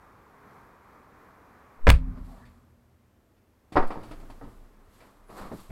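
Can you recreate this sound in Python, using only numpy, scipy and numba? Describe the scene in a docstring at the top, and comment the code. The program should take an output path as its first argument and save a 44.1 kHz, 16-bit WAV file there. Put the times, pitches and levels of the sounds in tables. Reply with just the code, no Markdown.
"""Inside a stripped-out car, the driver's door slams: a push of cabin air, latch blows and ringing shell modes
overload the microphone. Leather rubs and creaks (shaped noise, gliding squeals); the passenger door unlatches
and swings out on its ticking stay (struck panel modes, slow air swings); someone steps in, bumping the floor pan.
Street noise (shaped noise) comes in while a door is open; a still cabin and a faint whine lie beneath."""
import sys
import numpy as np
from scipy import signal
from scipy.fft import rfft, irfft
from scipy.io import wavfile
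from scipy.ndimage import uniform_filter1d
from numba import njit

SR = 44100
rng = np.random.default_rng(int(sys.argv[2]) if len(sys.argv) > 2 else 0)


def generate_wav(signal):
    """Clip the signal to [-1, 1] and save it as 16-bit WAV at the path in sys.argv[1]."""
    frames = np.transpose(np.atleast_2d(signal))
    scaled = np.clip(frames, -1, 1) * 32767
    pcm = np.round(scaled).astype(np.int16)
    wavfile.write(sys.argv[1], SR, pcm)


N = 251811
T = np.arange(N) / SR  # [s]

# Hit tables: (time [s], level [dB], brightness [dB/octave], ring length [factor on t60])
# Mode tables: (frequency [Hz], level [dB], t60 [s]); spectra: (frequency [Hz], density [dB per Hz, relative])

# Slam, latch and frame contacts: hit table
SLAM_HITS = [(1.8695, -12, -3.5, 1.1), (1.8815, -6, -1, 0.46), (1.8900, -5.5, 0.5, .4),
             (1.9012, 5, 2, 0.14), (1.9125, -24, -1.5, .8), (1.938, -32, 0, .65), (1.956, -43, 0, .7)]
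# Latch and door frame: mode table
LATCH_MODES = [(473.4, 1, 0.16), (566.4, -2.5, 0.19), (727, -6, 0.18), (990, -6, 0.11), (1315, -1.5, 0.16),
               (1600, 4, .1), (1720, 1.5, .1), (2100, -2, .09), (2403, 3, .075), (2560, -2, .07),
               (3250, -5, .08), (7970, -24, 0.21)]
# Latch crack: spectrum
LATCH_CRACK = [(100, -3), (300, -3), (900, 2.5), (1750, 1.5), (2450, 1), (3300, -6), (4000, -24),
               (6500, -32), (8200, -21), (10000, -26), (15000, -28)]
# Shell and its air; light panels respond late: (frequency [Hz], level [dB], t60 [s], rise [s])
SHELL_MODES = [(25.9, 5, 0.23, .0006), (42, 5.5, .15, .0006), (61.2, 8.5, 0.21, 0.0011),
               (74.5, 7.5, 0.14, .0006), (89.1, 2.5, .17, .0006), (128, -5, .21, .0006),
               (161, -12, 0.22, .0006), (37.99, -15, .85, .05), (67.8, -23.5, 0.97, .05),
               (82, -45, 2.7, .1), (98, -27.5, 0.79, 0.046), (122, -51, 3.2, .1), (160, -19, 0.68, .25),
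               (190, -26.5, 0.95, 0.33), (238, -45, 2.6, 0.22), (258, -20, 0.84, 0.47),
               (310, -40, 0.72, 0.12), (390, -53, 1.2, .2)]
# Passenger door, latch and seal letting go, end stop: hit table
DOOR_HITS = [(3.7555, -21, -1.5, 0.57), (3.7620, -15.5, 2, 0.31), (3.7685, -11.5, 1, 0.58),
             (3.778, -19.5, 1, 0.86), (3.825, -29, 2, 1.0), (3.955, -34, -4.5, 1.23),
             (4.227, -46, -5.5, .75), (4.412, -42, -2, 1.4), (4.424, -39, -6.5, 1.02)]
# Catches, the handle then the notches of the stay:
# (time [s], knock level [dB], brightness [dB/octave], ring length [factor on t60])
DOOR_CATCHES = [(3.721, -40.5, -5.5, 1.7), (3.904, -31.5, 0.5, 0.88), (4.03, -44.5, -4.5, 1.3),
                (4.111, -38.5, -2.5, .75), (4.198, -49.5, -2, .58), (4.299, -45, -3.5, 0.8)]
# Passenger door panel: mode table
DOOR_MODES = [(115, -12, 0.52), (179, -9.5, 0.36), (220.7, -7.5, .36), (277.4, -1, 0.16), (304, -0.5, 0.24),
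              (384, -10, 0.31), (468, -13.5, 0.19), (561, -10.5, 0.32), (670, -4, 0.24), (743.3, 2, 0.19),
              (926, 0.5, 0.15), (1073, -2.5, 0.2), (1186, -7, 0.25), (1287, -1.5, 0.18), (1910, -11.5, .14),
              (2420, -30.5, 0.16), (4940, -29.5, 0.17)]
# Passenger door clatter: spectrum
DOOR_CLATTER = [(50, -10), (150, -7), (300, 2.5), (450, 1.5), (800, 2), (1300, -3), (1800, -11.5),
                (3000, -28.5), (5200, -35.5), (6200, -47.5), (14000, -60)]
# Feet and knees on floor and sill: hit table
STEP_HITS = [(5.012, -55, -1, 1.2), (5.292, -47, 3, .7), (5.314, -46, -3.5, .85), (5.402, -41, -9, 1.9),
             (5.432, -45, -6, 1.2), (5.481, -44, -7, 0.9), (5.5145, -31, -0.5, .68),
             (5.692, -38.5, -6.5, 1), (5.702, -49, 9.5, 0.7)]
# Floor pan: mode table
FLOOR_MODES = [(121, -10, .2), (196, 1, 0.35), (256, -9, 0.13), (367, 1, 0.13), (465, 2.5, 0.1),
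               (649, 2, .16), (1040, -21, .12)]
# Thud of a sole: spectrum
FLOOR_THUD = [(50, -5.5), (200, 9), (700, -0.5), (1400, -11.5), (2500, -21), (6000, -58), (14000, -59)]
# Loose fittings, shaken by slam, driver and door: hit table
FITTING_HITS = [(1.905, -33, 1, .85), (2.452, -67.5, -0.5, 1.3), (3.365, -78, -2.5, 0.93),
                (3.871, -62, 7, 0.87), (4.435, -68, -2, 1.15), (5.002, -62, -3.5, 1.5)]
# Small fittings: mode table
FITTING_MODES = [(2320, 2, 0.17), (2600, -6, 0.19), (3550, -4, .15), (4550, -1, 0.14)]
# Tick of the fittings: spectrum
FITTING_TICK = [(500, -6.5), (2000, 3.5), (4700, -4.5), (6500, -14), (8500, -9), (12000, -17.5),
                (15000, -25)]
# Leather, cloth and door seal sliding, one row per movement; swell and fade span 20 dB:
# (peak time [s], swell [s], fade [s], swish level [dB], rub level [dB])
SLIDES = [(2.185, .06, .07, -82, -53), (2.28, .21, .52, -68.5, -62), (2.40, .2, .22, -76, -59.5),
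          (3.82, .1, .45, -68, -60), (3.95, .17, .24, -75, -46.5), (4.14, .2, .4, -77, -67),
          (4.5, .7, .4, -71, -71), (4.96, .15, .42, -67, -74), (5.015, .05, .45, -73, -60),
          (5.305, .02, .16, -64, -53), (5.387, .09, .23, -55, -41), (5.6, .22, .25, -59, -59)]
# Leather squeaks: (time [s], length [s], pitch [Hz], glide [Hz/s], width [Hz], level [dB])
CREAKS = [(2.27, .125, 860, -1900, 420, -57.5), (2.37, .055, 890, 200, 400, -59),
          (2.375, .13, 1620, 1900, 500, -63), (5.22, .1, 10620, 2600, 50, -76)]
# Bright swish of sliding: spectrum
SWISH_SPECTRUM = [(1500, -6), (2500, -1.5), (4200, -0.5), (6000, -6.5), (8200, -1.5), (9600, -7),
                  (11500, -1), (13000, -6.5), (15500, -15.5)]
# Leather rubbing on the seat: spectrum
RUB_SPECTRUM = [(120, -18), (250, -2), (600, 0), (800, -2), (1150, 1.5), (1500, -8), (2100, -13.5),
                (3000, -26), (4600, -22), (7000, -42), (10000, -59)]
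# Street noise: spectrum
STREET_SPECTRUM = [(15, -36.5), (25, -4), (75, -2), (146, -3.5), (301, -2), (344, -6), (415, -1.5),
                   (573, -6.5), (978, -2), (1090, 0), (2430, -17), (2780, -26), (9270, -36.5),
                   (12800, -31.5), (15000, -39.5)]
# Cabin noise, also the door's rumble: spectrum
CABIN_SPECTRUM = [(12, -53.5), (20, -18.5), (70, -5.5), (126, -8.5), (144, -19.5), (196, -10), (324, -14),
                  (2030, -30.5), (2210, -32.5), (4070, -39), (13100, -43), (15500, -47)]

SEAL_S, BOOM_S = 1.862, 1.8815  # driver's door meets its seal, lands on the frame
UNLATCH_S, SWING_S = 3.755, .5  # passenger door leaves its seal, time to swing open
DRIVER_GAP_DB, PASSENGER_GAP_DB = -56, -65.5  # street noise through each open door
# Tick level against knock; knock level with neutral tick; brightness lost per dB of harder knock
CATCH_TICK_DB, CATCH_NEUTRAL_DB, CATCH_DULLING_DB_PER_OCTAVE_PER_DB = -16.5, -40, .45


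def slam():
    """Air push, latch and frame contacts, and the boom of the shell's modes."""
    latch = blows(SLAM_HITS, LATCH_MODES, LATCH_CRACK,
                  crack_db=3, crack_t60_s=0.13, treble_damping=.02, contact_s=.0003)
    # the panels trade energy, so the modes come to waver after the boom starts
    unrest = 0.58 * np.clip((T - BOOM_S) / 0.14, 0, 1)
    boom = np.zeros(N)
    for hz, db, t60_s, rise_s in SHELL_MODES:
        waver = 1 + unrest * walk(35)
        boom += swing(BOOM_S, hz, db, t60_s, rise_s) * waver
    return air_push(db=-12.5, grow_s=.014, leak_s=.008) + latch + boom


def air_push(db, grow_s, leak_s):
    """Cabin pressure builds as the door nears its seal, then leaks out of the vents."""
    t = T - SEAL_S
    pulse = np.exp(-np.logaddexp(-t / grow_s, t / leak_s))  # 1/2 at SEAL_S
    return -2 * undb(db) * pulse


def passenger_door():
    """Latch lets go, seal pulls at the cabin air, door wobbles and rumbles out along its stay."""
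    knocks = blows(DOOR_HITS + DOOR_CATCHES, DOOR_MODES, DOOR_CLATTER,
                   crack_db=-2, crack_t60_s=0.26, treble_damping=0.12, contact_s=0.0004)
    pop = swing(3.754, hz=45, db=-22, t60_s=.1, rise_s=.001)
    suction = -swing(3.785, hz=8.3, db=-8.5, t60_s=0.36, rise_s=0.0026)
    wobble = swing(4.07, hz=24.07, db=-32.5, t60_s=1.55, rise_s=0.071)
    end_stop = swing(4.412, hz=62.6, db=-48, t60_s=0.55, rise_s=0.022)
    end_stop += swing(4.44, hz=29.1, db=-42.5, t60_s=1.87, rise_s=.03)
    rumble = colour(rng.standard_normal(N), CABIN_SPECTRUM) * undb(-51.5)
    rumble *= stroke(peak_s=4.1, swell_s=.4, fade_s=1.0)
    return knocks + pop + suction + wobble + end_stop + rumble


def ticks():
    """Light metal and plastic parts click, alone or with each catch of the door."""
    snaps = []
    for s, knock_db, _, length in DOOR_CATCHES:
        bright_db = CATCH_DULLING_DB_PER_OCTAVE_PER_DB * (CATCH_NEUTRAL_DB - knock_db)
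        snaps.append((s, knock_db + CATCH_TICK_DB, bright_db, length))
    return blows(FITTING_HITS + snaps, FITTING_MODES, FITTING_TICK,
                 crack_db=8.5, crack_t60_s=0.23, treble_damping=0.13, contact_s=0.0022)


def climbing_in():
    """Feet bump on the floor pan and the car rocks under the weight."""
    bumps = blows(STEP_HITS, FLOOR_MODES, FLOOR_THUD,
                  crack_db=1.5, crack_t60_s=0.22, treble_damping=0.27, contact_s=0.0017)
    rock = swing(5.15, hz=29.14, db=-46, t60_s=2.9, rise_s=0.084)
    return bumps + rock


def clothes(grain_db, flutter_db):
    """Leather and cloth slide in countless tiny slips: a bright swish, a duller rub, brief creaks."""
    out = sum(squeal(*creak) for creak in CREAKS)
    strokes = np.array([stroke(*slide[:3]) for slide in SLIDES])
    swish_db, rub_db = np.transpose(SLIDES)[3:]
    for spectrum, db in ((SWISH_SPECTRUM, swish_db), (RUB_SPECTRUM, rub_db)):
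        slips = rng.standard_normal(N) * undb(grain_db * rng.standard_normal(N))
        strength = np.sqrt(undb(db) ** 2 @ strokes ** 2)  # movements add in power
        out += colour(slips, spectrum) * strength * undb(flutter_db * walk(60))
    return out


def squeal(s, length_s, hz, glide_hz_per_s, width_hz, db):
    """A narrow friction resonance, as leather sticks and slips, swells, glides and stops."""
    t = np.clip(T - s, 0, length_s)
    phase = 2 * np.pi * (hz + glide_hz_per_s * t / 2) * t
    band = walk(width_hz) * np.sin(phase) + walk(width_hz) * np.cos(phase)
    return band * undb(db) * np.sin(np.pi * t / length_s)


def stroke(peak_s, swell_s, fade_s):
    """Strength of one movement: swells to its peak and dies away, linear in dB."""
    return undb(-20 * np.maximum((peak_s - T) / swell_s, (T - peak_s) / fade_s))


def background():
    """Distant traffic through the open doors, the still cabin, and a faint electronic whine."""
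    street = colour(rng.standard_normal(N), STREET_SPECTRUM)
    street *= street_level(wash_db=-50.5, wash_t60_s=2.0) * undb(1.0 * walk(7))
    cabin = colour(rng.standard_normal(N), CABIN_SPECTRUM) * undb(-64.5 + .5 * walk(1.8))
    whine = undb(-85) * np.sin(2 * np.pi * 12790 * T + .8 * walk(200))
    return street + cabin + whine


def street_level(wash_db, wash_t60_s):
    """Outside noise follows the gaps of the two doors; after the slam a wash dies away."""
    driver = undb(DRIVER_GAP_DB) * (T < BOOM_S)
    wash = undb(wash_db) * fade(np.maximum(T - BOOM_S, 0), wash_t60_s) * (T >= BOOM_S)
    passenger = undb(PASSENGER_GAP_DB) * np.clip((T - UNLATCH_S) / SWING_S, 0, 1)
    return driver + wash + passenger


def blows(hits, modes, crack, crack_db, crack_t60_s, treble_damping, contact_s):
    """Each blow rings clear modes and a dense cloud of short panel modes that dies sooner in the treble."""
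    out = np.zeros(N)
    t = np.arange(SR // 2) / SR
    bins_hz = np.fft.rfftfreq(len(t), 1 / SR)
    octave = np.log2(np.maximum(bins_hz, 20) / 1000)  # re 1 kHz
    bands = np.unique(np.round(octave))[:, None]
    band_t60_s = crack_t60_s * 2 ** (-treble_damping * bands)
    hz, db, t60_s = np.transpose(modes)[:, :, None]
    for s, level_db, bright_db, length in hits:
        spot_db = 2.0 * rng.standard_normal(hz.shape)  # each point of contact favours other modes
        gains = undb(db + spot_db + bright_db * np.log2(hz / 1000))
        phases = rng.uniform(0, 2 * np.pi, hz.shape)
        partials = gains * np.sin(2 * np.pi * hz * t + phases) * fade(t, t60_s * length)
        ring = np.sum(partials, axis=0) / np.sqrt(np.sum(gains ** 2) / 2)

        dense = rfft(rng.standard_normal(len(t)))
        dense = dense * undb(shape_db(crack, bins_hz) + bright_db * octave)
        cloud = irfft(dense * (np.round(octave) == bands), len(t))  # one row per octave
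        cloud /= np.std(cloud.sum(axis=0))
        cloud = np.sum(cloud * fade(t, band_t60_s * length), axis=0)

        onset = 1 - np.exp(-t / contact_s)
        add(out, s, undb(level_db) * onset * (ring + undb(crack_db) * cloud) / np.sqrt(2))
    return out


def swing(s, hz, db, t60_s, rise_s):
    """One slow mode set going at time s."""
    t = np.maximum(T - s, 0)
    return undb(db) * np.sin(2 * np.pi * hz * t) * fade(t, t60_s) * (1 - np.exp(-t / rise_s))


def undb(db):
    """Decibels to gain."""
    return 10 ** (np.asarray(db) / 20)


def unit(x):
    """Scale to rms 1."""
    return x / np.sqrt(np.mean(x ** 2))


def fade(t, t60_s):
    """Exponential decay, 60 dB down after t60_s."""
    return np.exp(-np.log(1000) * t / t60_s)


def shape_db(spectrum, hz):
    """Read a spectrum on a log-frequency axis."""
    points_hz, db = np.transpose(spectrum)
    return np.interp(np.log(hz + 1), np.log(points_hz), db)


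def colour(x, spectrum):
    """Give a signal a spectrum, at rms 1."""
    hz = np.fft.rfftfreq(len(x), 1 / SR)
    return unit(irfft(rfft(x) * undb(shape_db(spectrum, hz)), len(x)))


def walk(rate_hz):
    """Smooth random wander at rms 1: held random values, smoothed twice."""
    k = int(SR / rate_hz)
    held = np.repeat(rng.standard_normal(N // k + 1), k)
    return unit(uniform_filter1d(uniform_filter1d(held, k), k)[:N])


def add(out, s, sound):
    """Mix a sound in at time s."""
    start = int(s * SR)
    part = sound[:max(N - start, 0)]
    out[start:start + len(part)] += part


def scene():
    """Sum of all sources at the microphone, one channel."""
    doors = slam() + passenger_door() + ticks()
    people = climbing_in() + clothes(grain_db=3, flutter_db=1.0)
    return (doors + people + background())[None]


@njit
def follow(x, attack, release):
    """Level follower with separate attack and release, as fractions per sample."""
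    out, e = np.empty(len(x)), 0.
    for i in range(len(x)):
        e += (abs(x[i]) - e) * (attack if abs(x[i]) > e else release)
        out[i] = e
    return out


def gain_control(x, ceiling_db, threshold_db, attack_s, release_s):
    """Turn the gain down while the level, read with peaks held to the ceiling, is over the threshold."""
    limited = np.minimum(np.abs(x), undb(ceiling_db))
    level = follow(limited, 1 / (attack_s * SR), 1 / (release_s * SR))
    return x / np.maximum(level / undb(threshold_db), 1)


def overload(x, ceiling_db, leak_db):
    """Flatten the peaks against a ceiling that yields only slightly."""
    flat = x / (1 + (x / undb(ceiling_db)) ** 6) ** (1 / 6)
    return flat + undb(leak_db) * x


def record(dry):
    """The gain control is too slow for the slam, so the input clips; deepest bass and top are cut."""
    ceiling_db = -8.0
    x = gain_control(dry[0], ceiling_db, threshold_db=-15.0, attack_s=.025, release_s=0.17)
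    x = overload(x, ceiling_db, leak_db=-37.5)
    bass_cut = signal.butter(1, 2.5, "high", fs=SR, output="sos")
    top_cut = signal.ellip(10, .2, 70, 15800, fs=SR, output="sos")
    return signal.sosfilt(top_cut, signal.sosfilt(bass_cut, x))[None]


dry = scene()
out = record(dry)
generate_wav(out)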